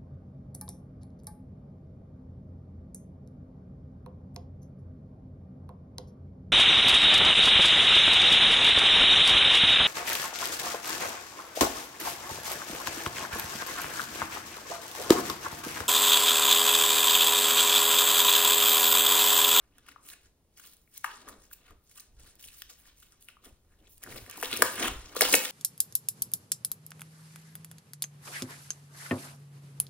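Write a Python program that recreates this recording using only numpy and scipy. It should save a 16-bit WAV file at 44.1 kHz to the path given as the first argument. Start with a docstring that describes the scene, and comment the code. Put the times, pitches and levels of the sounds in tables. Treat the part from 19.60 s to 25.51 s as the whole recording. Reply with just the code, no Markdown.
"""Hands stretch, fold and press soft slime on a wooden table in a small quiet room.
First come sparse pops over a soft wet crackle, then a louder cluster near 1.4 s, scattered pops after it,
and from 4.4 s dense bursts and low thuds, loudest near 5.0 s and from 5.6 s to the end.
Pops are ringing cavities with noise snaps, crackle is many tiny rings, thuds and hush are shaped noise;
echoes, table modes and a diffuse tail follow the slime to a close pair of microphone ports."""
import sys
import numpy as np
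from scipy import signal
from scipy.fft import rfft, irfft, next_fast_len
from scipy.io import wavfile
from scipy.ndimage import uniform_filter1d

SR = 44100
rng = np.random.default_rng(int(sys.argv[2]) if len(sys.argv) > 2 else 0)


def gain_from_decibels(decibels):
    """Convert decibel values to linear amplitude factors."""
    exponent = np.asarray(decibels, float) / 20
    return 10 ** exponent


def transcribe(signal):
    """Save signal, clipped to [-1, 1], as a 16-bit WAV file at the path in sys.argv[1]."""
    frames = np.atleast_2d(signal).T
    limited = np.clip(frames, -1, 1)
    pcm = np.round(limited * 32767).astype(np.int16)
    wavfile.write(sys.argv[1], SR, pcm)


N = 260631  # samples

# Bursting air pockets: (time [s], cavity ring level [dB], cavity pitch [Hz],
# peak of the torn film's snap [dB], left-right ring difference, held within 8 either way [dB])
POCKETS = [(0.1826, -57, 1470, -39.5, 2), (0.2648, -48, 2490, -45.5, 2), (0.2854, -41.5, 1270, -39, 1),
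           (0.289, -40.5, 2440, -50, 3), (0.319, -48, 1850, -45, 9), (0.361, -40, 1130, -61, 9),
           (0.4846, -33, 13500, -38, 2), (0.501, -37.5, 3600, -34, -6), (0.488, -43, 3180, -30, 6),
           (0.537, -45, 2470, -49, 1), (0.997, -48, 1380, -37, 7), (1.0616, -55, 3000, -38, 2),
           (1.134, -51, 10500, -42, 0), (1.168, -45, 9500, -56, -1), (1.276, -58, 2080, -60, 3.5),
           (1.3737, -54, 4620, -37, 6), (1.3778, -19, 13300, -31.5, -1), (1.444, -18.5, 1406, -27, 17),
           (1.4462, -21.5, 1155, -24, -3), (1.447, -29, 930, -50, 0), (1.447, -30, 2320, -48, 2),
           (1.679, -39.5, 1080, -44, 7), (1.687, -40.5, 1620, -32, 6), (1.694, -41, 1140, -33, -3),
           (1.9128, -48, 1440, -44.5, 9), (2.1074, -49, 1150, -46, 6.5), (2.313, -56.5, 2060, -44.5, 1.5),
           (2.3979, -35.5, 5550, -38, 10.5), (2.402, -37, 14000, -46, 1.5), (2.4071, -43, 14000, -50, 1),
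           (2.597, -57.5, 2520, -44.5, 0), (2.645, -56, 2460, -51.5, 3.5), (2.7543, -42, 13500, -45.5, 2.5),
           (2.796, -50, 4600, -45, 10), (2.837, -48, 2740, -49.5, 6.5), (2.841, -38.5, 2780, -50, 14),
           (2.885, -38.5, 3600, -40.5, 2), (2.8868, -45.5, 2450, -37, -1), (3.0199, -33, 3120, -30, 8.5),
           (3.0198, -39, 1630, -26, 7), (3.2564, -55, 1730, -59, 27), (3.426, -52.5, 1320, -47, 8),
           (3.522, -48.5, 5350, -46.5, 9), (3.625, -62, 2680, -41.5, 5), (3.686, -35.5, 2500, -35, 12),
           (3.6882, -51, 1260, -62, -2), (3.7683, -49, 1140, -62.5, 3), (3.839, -55, 1180, -49, 2.5),
           (3.8526, -60, 1880, -43, 15), (4.271, -48, 3230, -67, 3), (4.3795, -47, 13500, -41, 2),
           (4.431, -51, 1700, -35, 5), (4.437, -39.5, 1590, -25, 2), (4.445, -45, 1760, -51, 10),
           (4.463, -39, 1460, -54, -3), (4.473, -39.5, 1330, -50, -5), (4.5137, -55, 390, -40.5, -1),
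           (4.524, -38, 1980, -46, 5), (4.586, -42, 2000, -44.5, 7), (4.6635, -44, 1800, -40, 7),
           (4.698, -60, 3100, -25.5, 11), (4.711, -57, 5170, -27, 2), (4.7735, -48, 3700, -30, -3),
           (4.778, -37, 840, -43, -1), (4.801, -44.5, 2500, -27, 0), (4.813, -27, 13500, -26, 3),
           (4.827, -22, 1500, -20, 3), (4.828, -24.5, 800, -27, -2), (4.833, -24.5, 2500, -24, 5),
           (4.833, -31, 430, -42.5, -5), (4.846, -22.5, 3080, -30, 3), (4.857, -21.5, 3300, -25.5, -1),
           (4.914, -29, 3200, -26, 2.5), (4.9292, -15, 3050, -22, -2), (4.9389, -23, 3420, -22.5, 9.5),
           (4.933, -33, 338, -40, -2), (4.9662, -25, 13000, -29, 0), (4.9727, -17, 9900, -19, 2),
           (4.9915, -34.5, 430, -28, -1), (5.0209, -6, 1480, -4, -1), (5.0225, -16, 488, -40, 1.5),
           (5.0226, -8, 1280, -3, 8), (5.0253, -20.5, 840, -22, -2), (5.255, -26, 2650, -23, 4),
           (5.27, -32, 2730, -31, 2), (5.282, -39, 2480, -42, 1), (5.5505, -31.5, 13000, -35, -1),
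           (5.555, -32.5, 990, -46, -2), (5.5647, -25.5, 1130, -22, 2), (5.5655, -26, 470, -24.5, -1),
           (5.6089, -9.5, 1770, -5, 3), (5.6098, -23.5, 550, -36, 0), (5.6111, -17.5, 1460, -5, 0),
           (5.6191, -4.5, 4220, -9, -12), (5.619, -18, 468, -27, -1.5), (5.6245, -17.5, 700, -32, -1),
           (5.627, -29, 1160, -30, 0), (5.6435, -29, 13500, -36, 1), (5.685, -27, 13000, -26, 1),
           (5.6894, -27.5, 870, -17, 4.5), (5.7262, -16, 4230, -18, 7), (5.7303, -28, 2520, -11, 8),
           (5.7392, -4, 2270, -8, 3), (5.7412, -14.5, 460, -29, -0.5), (5.7419, -5, 2200, -3, -1),
           (5.7425, -17.5, 705, -32, -1), (5.7514, -7, 12400, -4, -1), (5.7545, -32, 457, -11, 0)]


def pops():
    """Cavity resonance: each pocket rings while its film tears in a short bright snap of noise."""
    snap_likeness, snap_decay_s, snap_band_hz = 0.87, 0.00046, (6000, 16000)
    cycles_at_1khz, cycles_per_octave = 0.73, 0.97  # ringing cycles; factor per octave up
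    cycles_per_20_db = 1.61  # gentler pops ring longer by this factor
    out = np.zeros((2, N + SR))
    t = np.arange(400) / SR
    bright = signal.butter(1, snap_band_hz, "band", fs=SR, output="sos")
    noises = rng.standard_normal((len(POCKETS), 2, 400))
    for (s, db, hz, snap_db, pan_db), noise in zip(POCKETS, noises):
        at = round(s * SR)
        half_db = np.clip(pan_db, -8, 8) / 2
        cycles = cycles_at_1khz * cycles_per_octave ** np.log2(hz / 1000)
        cycles *= cycles_per_20_db ** (-db / 20)
        # each pop carries little sound below its own pitch
        radiation = signal.butter(4, 0.61 * hz, "high", fs=SR, output="sos")
        ring = signal.sosfilt(radiation, bubble(hz, cycles))
        noise = np.array([noise[0], partly_alike(noise[0], noise[1], snap_likeness)])
        snap = signal.sosfilt(bright, noise * t * np.exp(-t / snap_decay_s))
        out[:, at:at + len(ring)] += gain_from_decibels([[db + half_db], [db - half_db]]) * ring
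        out[:, at:at + 400] += gain_from_decibels(snap_db) * snap / abs(snap).max()
    return out[:, :N]


# Pulls, folds and squeezes: (peak time [s], relative crackle level [dB], build by 20 dB [s],
# die by 20 dB [s], wetness as tilt toward the bass [dB per octave]);
# a build or die under .01 s, zero and negative included, acts as .01 s: a nearly abrupt start or stop
KNEADING = [(0.052, -72.5, 12.5, 0.36, 7), (0.189, -58.5, 0.07, 0, 5.5), (0.29, -57, 0.1, 0.09, 5),
            (0.471, -56, 0.06, 0.08, -2.5), (0.501, -48, 0.05, 0.07, 0.5), (0.536, -47.5, 0.09, -0.0333, 1),
            (0.655, -64, 0.13, 0.05, 2.5), (0.974, -53.5, 0.01, 0.22, 0), (1.053, -48.5, 0.08, 0.06, 1),
            (1.139, -60.5, 0.2, 0.02, -0.5), (1.344, -59.5, 0.02, 0.14, -2), (1.379, -48.5, 0.06, 0, -1.5),
            (1.446, -41.5, 0.0131, 0.0443, 2.5), (1.479, -51.5, 0.014, 0.37, 6),
            (1.682, -57, 0.12, 0.14, 8.5), (1.689, -45.5, -0.02, 0.03, -5), (1.845, -60, 0.1, 0.1, -3),
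            (1.936, -50, 0.03, 0, -3), (2.082, -59.5, -0.08, 0.06, 5), (2.123, -59.5, 0.32, 0, 5),
            (2.32, -61.5, 0.1, 0.14, -2.5), (2.368, -53.5, 0.04, 0.11, 1.5),
            (2.405, -50.5, 0.02, -0.04, -3), (2.6, -64.5, 0.1, 0.4, 2.5), (2.67, -56, 0.1, 0.11, 0),
            (2.795, -52.5, 0, 0.29, -2), (2.847, -50.5, -0.03, 0, -0.5), (2.981, -55, 0.15, 0.08, -1),
            (3.096, -50.5, 0, 0.07, 2), (3.199, -57, 0.05, 0.12, 1), (3.278, -58.5, 0.15, 0.12, 2),
            (3.38, -64.5, 0.04, 0.25, -2.5), (3.426, -57, -0.08, 0.11, 0), (3.529, -64, .07, 0.1, 4.5),
            (3.611, -61, 0.015, 0.12, -3), (3.689, -55, 0.03, 0.04, 2.5), (3.85, -51.5, 0.025, 0.07, 1.5),
            (4.14, -71.5, 0.2, -0.2, 5), (4.28, -66, 0.23, 0, 6.5), (4.35, -71.5, 0.4, 0.5, -8.5),
            (4.43, -42, 0.0158, 0, 1.5), (4.521, -46.5, 0.1, 0.03, 5.5), (4.581, -42.5, 0.08, -0.03, 1),
            (4.7, -50.5, 0.09, 3.5, 5.5), (4.77, -46, 0.02, 0.2, -1), (4.838, -32.5, -0.01, 0.04, 4.5),
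            (4.875, -38, 0.05, 0.07, 4), (4.93, -36.5, 0.0631, 0.16, 3.5), (5.0, -45, 0.16, 0.43, -7.5),
            (5.08, -35.5, 0.1, 0.02, 0.5), (5.202, -34, 0.19, -0.02, 3), (5.233, -28.5, 0.0955, 0.08, 4),
            (5.285, -32.5, 0.1756, -0.01, 4), (5.33, -50, 0.18, -0.14, 4), (5.565, -33, -0.05, 0.1, 0),
            (5.616, -26, -0.0053, 0.25, 3), (5.67, -32.5, 0, 0.25, -3),
            (5.729, -19.5, -0.0018, 0.0344, 2.5), (5.754, -26, -0.0035, 0.05, -2),
            (5.81, -36.5, 0.06, 0.6, 2.5)]
# Relative spectrum of the tiny bubbles: (frequency [Hz], level [dB per Hz])
CRACKLE_SPECTRUM = [(200, -21.5), (400, -22.5), (850, -22), (1200, -11), (2000, -12), (3000, -8.5),
                    (4400, -10.5), (7500, -5.5), (10000, -9), (13000, -12), (15500, -4.5)]


def crackle():
    """Random point process: tiny bubbles burst in clumps under each stroke; wetter slime favours low ones."""
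    bursts_per_s, rest_db = 11000, -93.5  # rate before the pitch weighting; crackle at rest
    spread_db, clump_db = 3.5, 2.5  # scatter of bubble sizes; bunching in time
    patch_db, patch_s = 3, 0.039  # neighbouring sizes come and go together
    power = strokes(*np.transpose(KNEADING)[:4])
    total = power.sum(0) + gain_from_decibels(2 * rest_db)
    crackle_db = at_samples(10 * np.log10(total))
    wet_db = at_samples(np.transpose(KNEADING)[4] @ power / total)
    clumps = evened(uniform_filter1d(uniform_filter1d(rng.standard_normal(N), 200), 200))
    pitches = np.geomspace(220, 15500, 36)
    width = max(round(patch_s * SR / 64), 1)
    patches = uniform_filter1d(rng.standard_normal((N // 64 + 1, len(pitches))), size=6, axis=1)
    patches = uniform_filter1d(uniform_filter1d(patches, width, axis=0), width, axis=0)
    patches = evened(patches).T
    out = np.zeros((2, N))
    for hz, patch in zip(pitches, patches):
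        often = bursts_per_s / len(pitches) * (hz / 2500) ** .7  # small bubbles are the most common
        at = np.flatnonzero(rng.random(N) < often / SR)
        size_db = spread_db * np.minimum(rng.exponential(1, len(at)), 4)
        size_db += clump_db * clumps[at] + patch_db * patch[at // 64]
        level_db = crackle_db[at] + read(CRACKLE_SPECTRUM, hz) + size_db
        level_db += wet_db[at] * np.log2(4000 / hz)
        # bubbles lie left and right
        side_db = 6.0 * (1 - likeness(hz)) * rng.standard_normal(len(at))
        # some below 8 kHz reach the right port a sample late
        lag = rng.integers(0, 3, len(at)) // 2 * (hz < 8000)
        late = np.minimum(at + lag, N - 1)
        train = np.zeros((2, N))
        train[0, at] = gain_from_decibels(level_db + side_db) * np.sqrt(hz / often)
        train[1, late] = gain_from_decibels(level_db - side_db) * np.sqrt(hz / often)
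        grain = bubble(hz, 3.5)
        grain = grain / np.linalg.norm(grain)
        out += signal.oaconvolve(train, grain[None], axes=1)[:, :N]
    return gain_from_decibels(-3.5) * out


def bubble(hz, cycles, rise=0.043):
    """Damped oscillation: a small cavity rings down, its pitch rising as it opens; peak 1."""
    cycles = max(cycles, .3)
    turns = np.arange(int(SR * (cycles * 3 + 1) / hz)) * hz / SR
    fade = (1 - np.exp(-turns * 4)) * np.exp(-turns / cycles)
    ring = fade * np.sin(2 * np.pi * turns * (1 + rise * turns / cycles))
    return ring / abs(ring).max()


# Wet folds closing: (peak time [s], squelch level [dB], die by 20 dB [s]);
# a die under .01 s acts as .01 s, a nearly abrupt stop
FOLD_CLOSINGS = [(0.45, -73.5, 0.8), (1.7, -56, 0.21), (2.12, -61.5, 0.07), (2.63, -68, 0.38),
                 (2.86, -60, 0), (3.87, -57, 0.08), (4.23, -67.5, 0.2), (4.48, -50, 0.085),
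                 (4.56, -47, 0.1), (4.68, -55.5, 0.04), (4.79, -51.5, 0.1), (4.94, -46, 0.1),
                 (5.02, -36.5, 0.08), (5.1, -52.5, 0.22), (5.22, -35.5, 0.14), (5.64, -44.5, 0.32),
                 (5.74, -35, 0.0758), (5.91, -54, 0.5)]
# Relative squelch spectrum: (frequency [Hz], level [dB per Hz])
SQUELCH_SPECTRUM = [(100, -24.5), (170, -3.5), (280, 3), (430, 0.5), (600, -3), (1000, -10.5),
                    (2000, -57.5)]


def squelch():
    """Shaped noise under an envelope: wet folds squelch as they close."""
    return leaning(FOLD_CLOSINGS, -77) * shaped_noise(SQUELCH_SPECTRUM, 2048)


# Arms leaning on the table top: (peak time [s], rumble level [dB], die by 20 dB [s]);
# a die under .01 s, zero and negative included, acts as .01 s, a nearly abrupt stop
ARM_BUMPS = [(0.1, -68, 0.5), (0.67, -70, 0.5), (1.0, -66, -0.1), (1.68, -64.5, 0.96), (2.12, -55.5, 0.1),
             (2.57, -55, 0.18), (2.63, -57.5, 0.07), (2.68, -60, 0.12), (2.88, -59, 0.14),
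             (3.05, -66.5, 1.4), (3.865, -60, 0.06), (3.925, -51, 0.06), (4.23, -63.5, 0.9),
             (4.55, -50, 0.08), (4.62, -53, 0.04), (4.87, -57, 0.2), (5.31, -44, 0.23),
             (5.355, -47.5, 0.22), (5.4, -56.5, 0.05), (5.7, -54.5, 0.2), (5.82, -64.5, 0)]
# Relative rumble spectrum: (frequency [Hz], level [dB per Hz])
RUMBLE_SPECTRUM = [(12, -33), (20, -0.5), (50, 2.5), (75, -5), (130, -12.5), (210, -42), (350, -120)]


def rumble():
    """Structure-borne sound: the arms' weight rumbles through the wood as low noise."""
    return leaning(ARM_BUMPS, -73.5) * shaped_noise(RUMBLE_SPECTRUM, 2048)


# Palms pressing flat: (peak time [s], boom level [dB], die by 20 dB [s])
PALM_PRESSES = [(4.52, -46, 0.1356), (4.61, -49.5, 0.13), (4.99, -51, 0.26), (5.05, -52, 0.33)]
# Relative boom spectrum: (frequency [Hz], level [dB per Hz])
BOOM_SPECTRUM = [(70, -32), (105, 1.5), (140, -30.5)]


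def boom():
    """Low resonance as narrow-band noise: the whole table booms under flat palms."""
    return leaning(PALM_PRESSES, -99) * shaped_noise(BOOM_SPECTRUM, 2048)


def leaning(rows, rest_db):
    """Summed stroke power, as a gain: loads build in 0.56 of their dying time, neither under .01 s."""
    s, db, die_s = np.transpose(rows)
    power = strokes(s, db, 0.56 * die_s, die_s).sum(0)
    return at_samples(np.sqrt(power + gain_from_decibels(2 * rest_db)))


def strokes(s, db, build_s, die_s):
    """Exponential growth and decay: each stroke's power moves straight in dB to and from its peak."""
    t = np.arange(0, N + 64, 64)[:, None] / SR - s
    # shorter times act as .01 s: a nearly abrupt start or stop
    dying = t / np.maximum(die_s, .01)
    building = -t / np.maximum(build_s, .01)
    return gain_from_decibels(2 * (db - 20 * np.maximum(dying, building))).T


def at_samples(v):
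    """Linear interpolation of values given every 64 samples."""
    return np.interp(np.arange(N), np.arange(len(v)) * 64, v)


# Table-top modes: (frequency [Hz], relative level [dB], time to die by 60 dB [s])
TABLE_MODES = [(289, -18, 0.43), (505, -16.5, 0.4), (630, -26.5, 0.16), (795, -25.5, 0.33)]


def table(x):
    """Modal resonance: the table top rings briefly on its modes under the bursting slime."""
    t = np.arange(SR // 2) / SR
    ring = sum(gain_from_decibels(db - 60 * t / t60) * np.sin(2 * np.pi * hz * t) for hz, db, t60 in TABLE_MODES)
    return gain_from_decibels(-39.0) * signal.fftconvolve(x, ring)[:N]


# Echoes off table and hands, one list for the left and one for the right: (delay [s], level [dB])
NEAR_ECHOES = [
    [(.0013, -30.5), (.0027, -8), (.0042, -6)],
    [(.0017, -13.5), (.0031, -41), (.0049, -12)],
]


def nearby(x):
    """Early reflection: table top and hands return dulled echoes, unlike on both sides."""
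    dull = signal.sosfilt(signal.butter(1, 7000, fs=SR, output="sos"), x)
    out = np.zeros((2, N))
    for side, echoes in enumerate(NEAR_ECHOES):
        for s, db in echoes:
            lag = round(s * SR)
            out[side, lag:] += gain_from_decibels(db) * dull[:N - lag]
    return out


# Reverberation time: (frequency [Hz], time to die by 60 dB [s])
ROOM_T60 = [(250, .35), (1000, .42), (2500, .4), (6000, .33), (12000, .24), (15000, .17)]
# Reverberant energy against the direct sound: (frequency [Hz], level [dB])
ROOM_ENERGY = [(300, -12.5), (600, -10), (900, -4.5), (1500, -7.5), (3000, -6.5), (4000, -6), (5300, -7),
               (8000, -9), (12000, -13)]


def room(x):
    """Reverberation: sparse random-sign taps swell, then die band by band, partly alike on both ports."""
    swell_s = .012
    taps = np.zeros((2, SR // 2))
    at = np.arange(120, SR // 2 - 20, 20)
    at = at + rng.integers(0, 20, (2, len(at)))
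    np.put_along_axis(taps, at, rng.choice([-1., 1.], at.shape), 1)
    taps *= 1 - np.exp(-np.arange(SR // 2) / SR / swell_s)
    hz, t, z = signal.stft(taps, SR, nperseg=256)
    z[1] = partly_alike(z[0], z[1], likeness(hz)[:, None])
    z *= gain_from_decibels(-60 * t / read(ROOM_T60, hz)[:, None])
    z /= np.linalg.norm(z[0], axis=1, keepdims=True)
    # the uncoloured tail sets the scale of the coloured one
    flat = signal.istft(z, SR, nperseg=256)[1]
    tail = signal.istft(z * gain_from_decibels(read(ROOM_ENERGY, hz))[:, None], SR, nperseg=256)[1]
    return signal.fftconvolve(x[None], tail / np.linalg.norm(flat[0]), axes=1)[:, :N]


# Relative spectrum of the hush: (frequency [Hz], level [dB per Hz])
AIR_SPECTRUM = [(12, -6.5), (25, -2), (75, -1), (218, -7.5), (521, -39), (1000, -22.5), (1790, -26),
                (5000, -26), (9950, -28), (14700, -28), (16500, -32)]


def air():
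    """Stationary noise: the steady hush of the room and the microphone."""
    return gain_from_decibels(-72.5) * shaped_noise(AIR_SPECTRUM, 1024)


def shaped_noise(spectrum, size):
    """Diffuse field: two partly alike Gaussian noises of the given spectrum, rms 1."""
    hz = np.fft.rfftfreq(size, 1 / SR)
    frames = N // (size // 4) + 5
    a, b, c, d = rng.standard_normal((frames, len(hz), 4)).T
    left = a + 1j * b
    right = partly_alike(left, c + 1j * d, likeness(hz)[:, None])
    z = np.array([left, right]) * gain_from_decibels(read(spectrum, hz))[:, None]
    return evened(signal.istft(z, nperseg=size, noverlap=size * 3 // 4)[1][:, :N])


# Coherence of diffuse sound at the two ports: (frequency [Hz], likeness [0 to 1])
PORT_LIKENESS = [(60, .97), (300, .93), (700, .75), (1500, .45), (4000, .35), (8000, .6), (12500, .96),
                 (16000, .85)]


def likeness(hz):
    """Spatial coherence: how alike diffuse sound is at the two ports."""
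    return read(PORT_LIKENESS, hz)


def partly_alike(first, other, same):
    """Correlation mixing: blends two independent signals to the given likeness with the first."""
    return same * first + np.sqrt(1 - same ** 2) * other


def evened(x):
    """Root-mean-square normalisation: scales to rms 1."""
    return x / np.sqrt(np.mean(x ** 2) + 1e-20)


def read(points, hz):
    """Logarithmic frequency scale: interpolates a spectrum table along it."""
    f, value = np.transpose(points)
    return np.interp(np.log(hz + 1), np.log(f + 1), value)


# Phase between the ports; half a turn cancels in the sum: (frequency [Hz], lead of the left [rad])
PORT_LEAD = [(0, 0), (1460, -.2), (3500, 1.4), (5000, 1.85), (6500, 2.3), (7700, 3.1), (10100, 0),
             (11600, -1.4), (12500, -3.14), (13300, -4.9), (14500, -6.1), (16400, -6.8)]
# Level between the ports: (frequency [Hz], left-right difference [dB])
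PORT_LEAN = [(60, -.3), (300, .6), (700, 1.4), (1300, 2), (2400, 1.2), (5000, 0), (9000, -.8), (12500, 0)]


def ports(x):
    """Phase and level differences between two openings in one housing, then a band limit."""
    edge_hz = 15950
    size = next_fast_len(N + 4096)
    hz = np.fft.rfftfreq(size, 1 / SR)
    half = gain_from_decibels(read(PORT_LEAN, hz) / 2) * np.exp(.5j * read(PORT_LEAD, hz))
    limit = 1 / (1 + (hz / edge_hz) ** 80)
    return irfft(rfft(x, size) * np.array([half, 1 / half]) * limit, size)[:, :N]


def scene():
    """Superposition: close slime, its echoes and table ring, the thuds and the hush add up."""
    high_pass = signal.butter(2, 220, "high", fs=SR, output="sos")
    slime = signal.sosfilt(high_pass, pops() + crackle())
    middle = slime.mean(0)
    reflected = nearby(middle) + room(middle) + table(middle)
    thuds = squelch() + rumble() + boom()
    return slime + reflected + thuds + air()


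def roll_off(x):
    """The treble ends steeply here."""
    return signal.sosfilt(signal.butter(12, 16800, fs=SR, output="sos"), x)


def record(dry):
    """Two-point pickup: the port pair receives the scene."""
    mix = ports(dry)
    return roll_off(mix)


dry = scene()
out = record(dry)
transcribe(out)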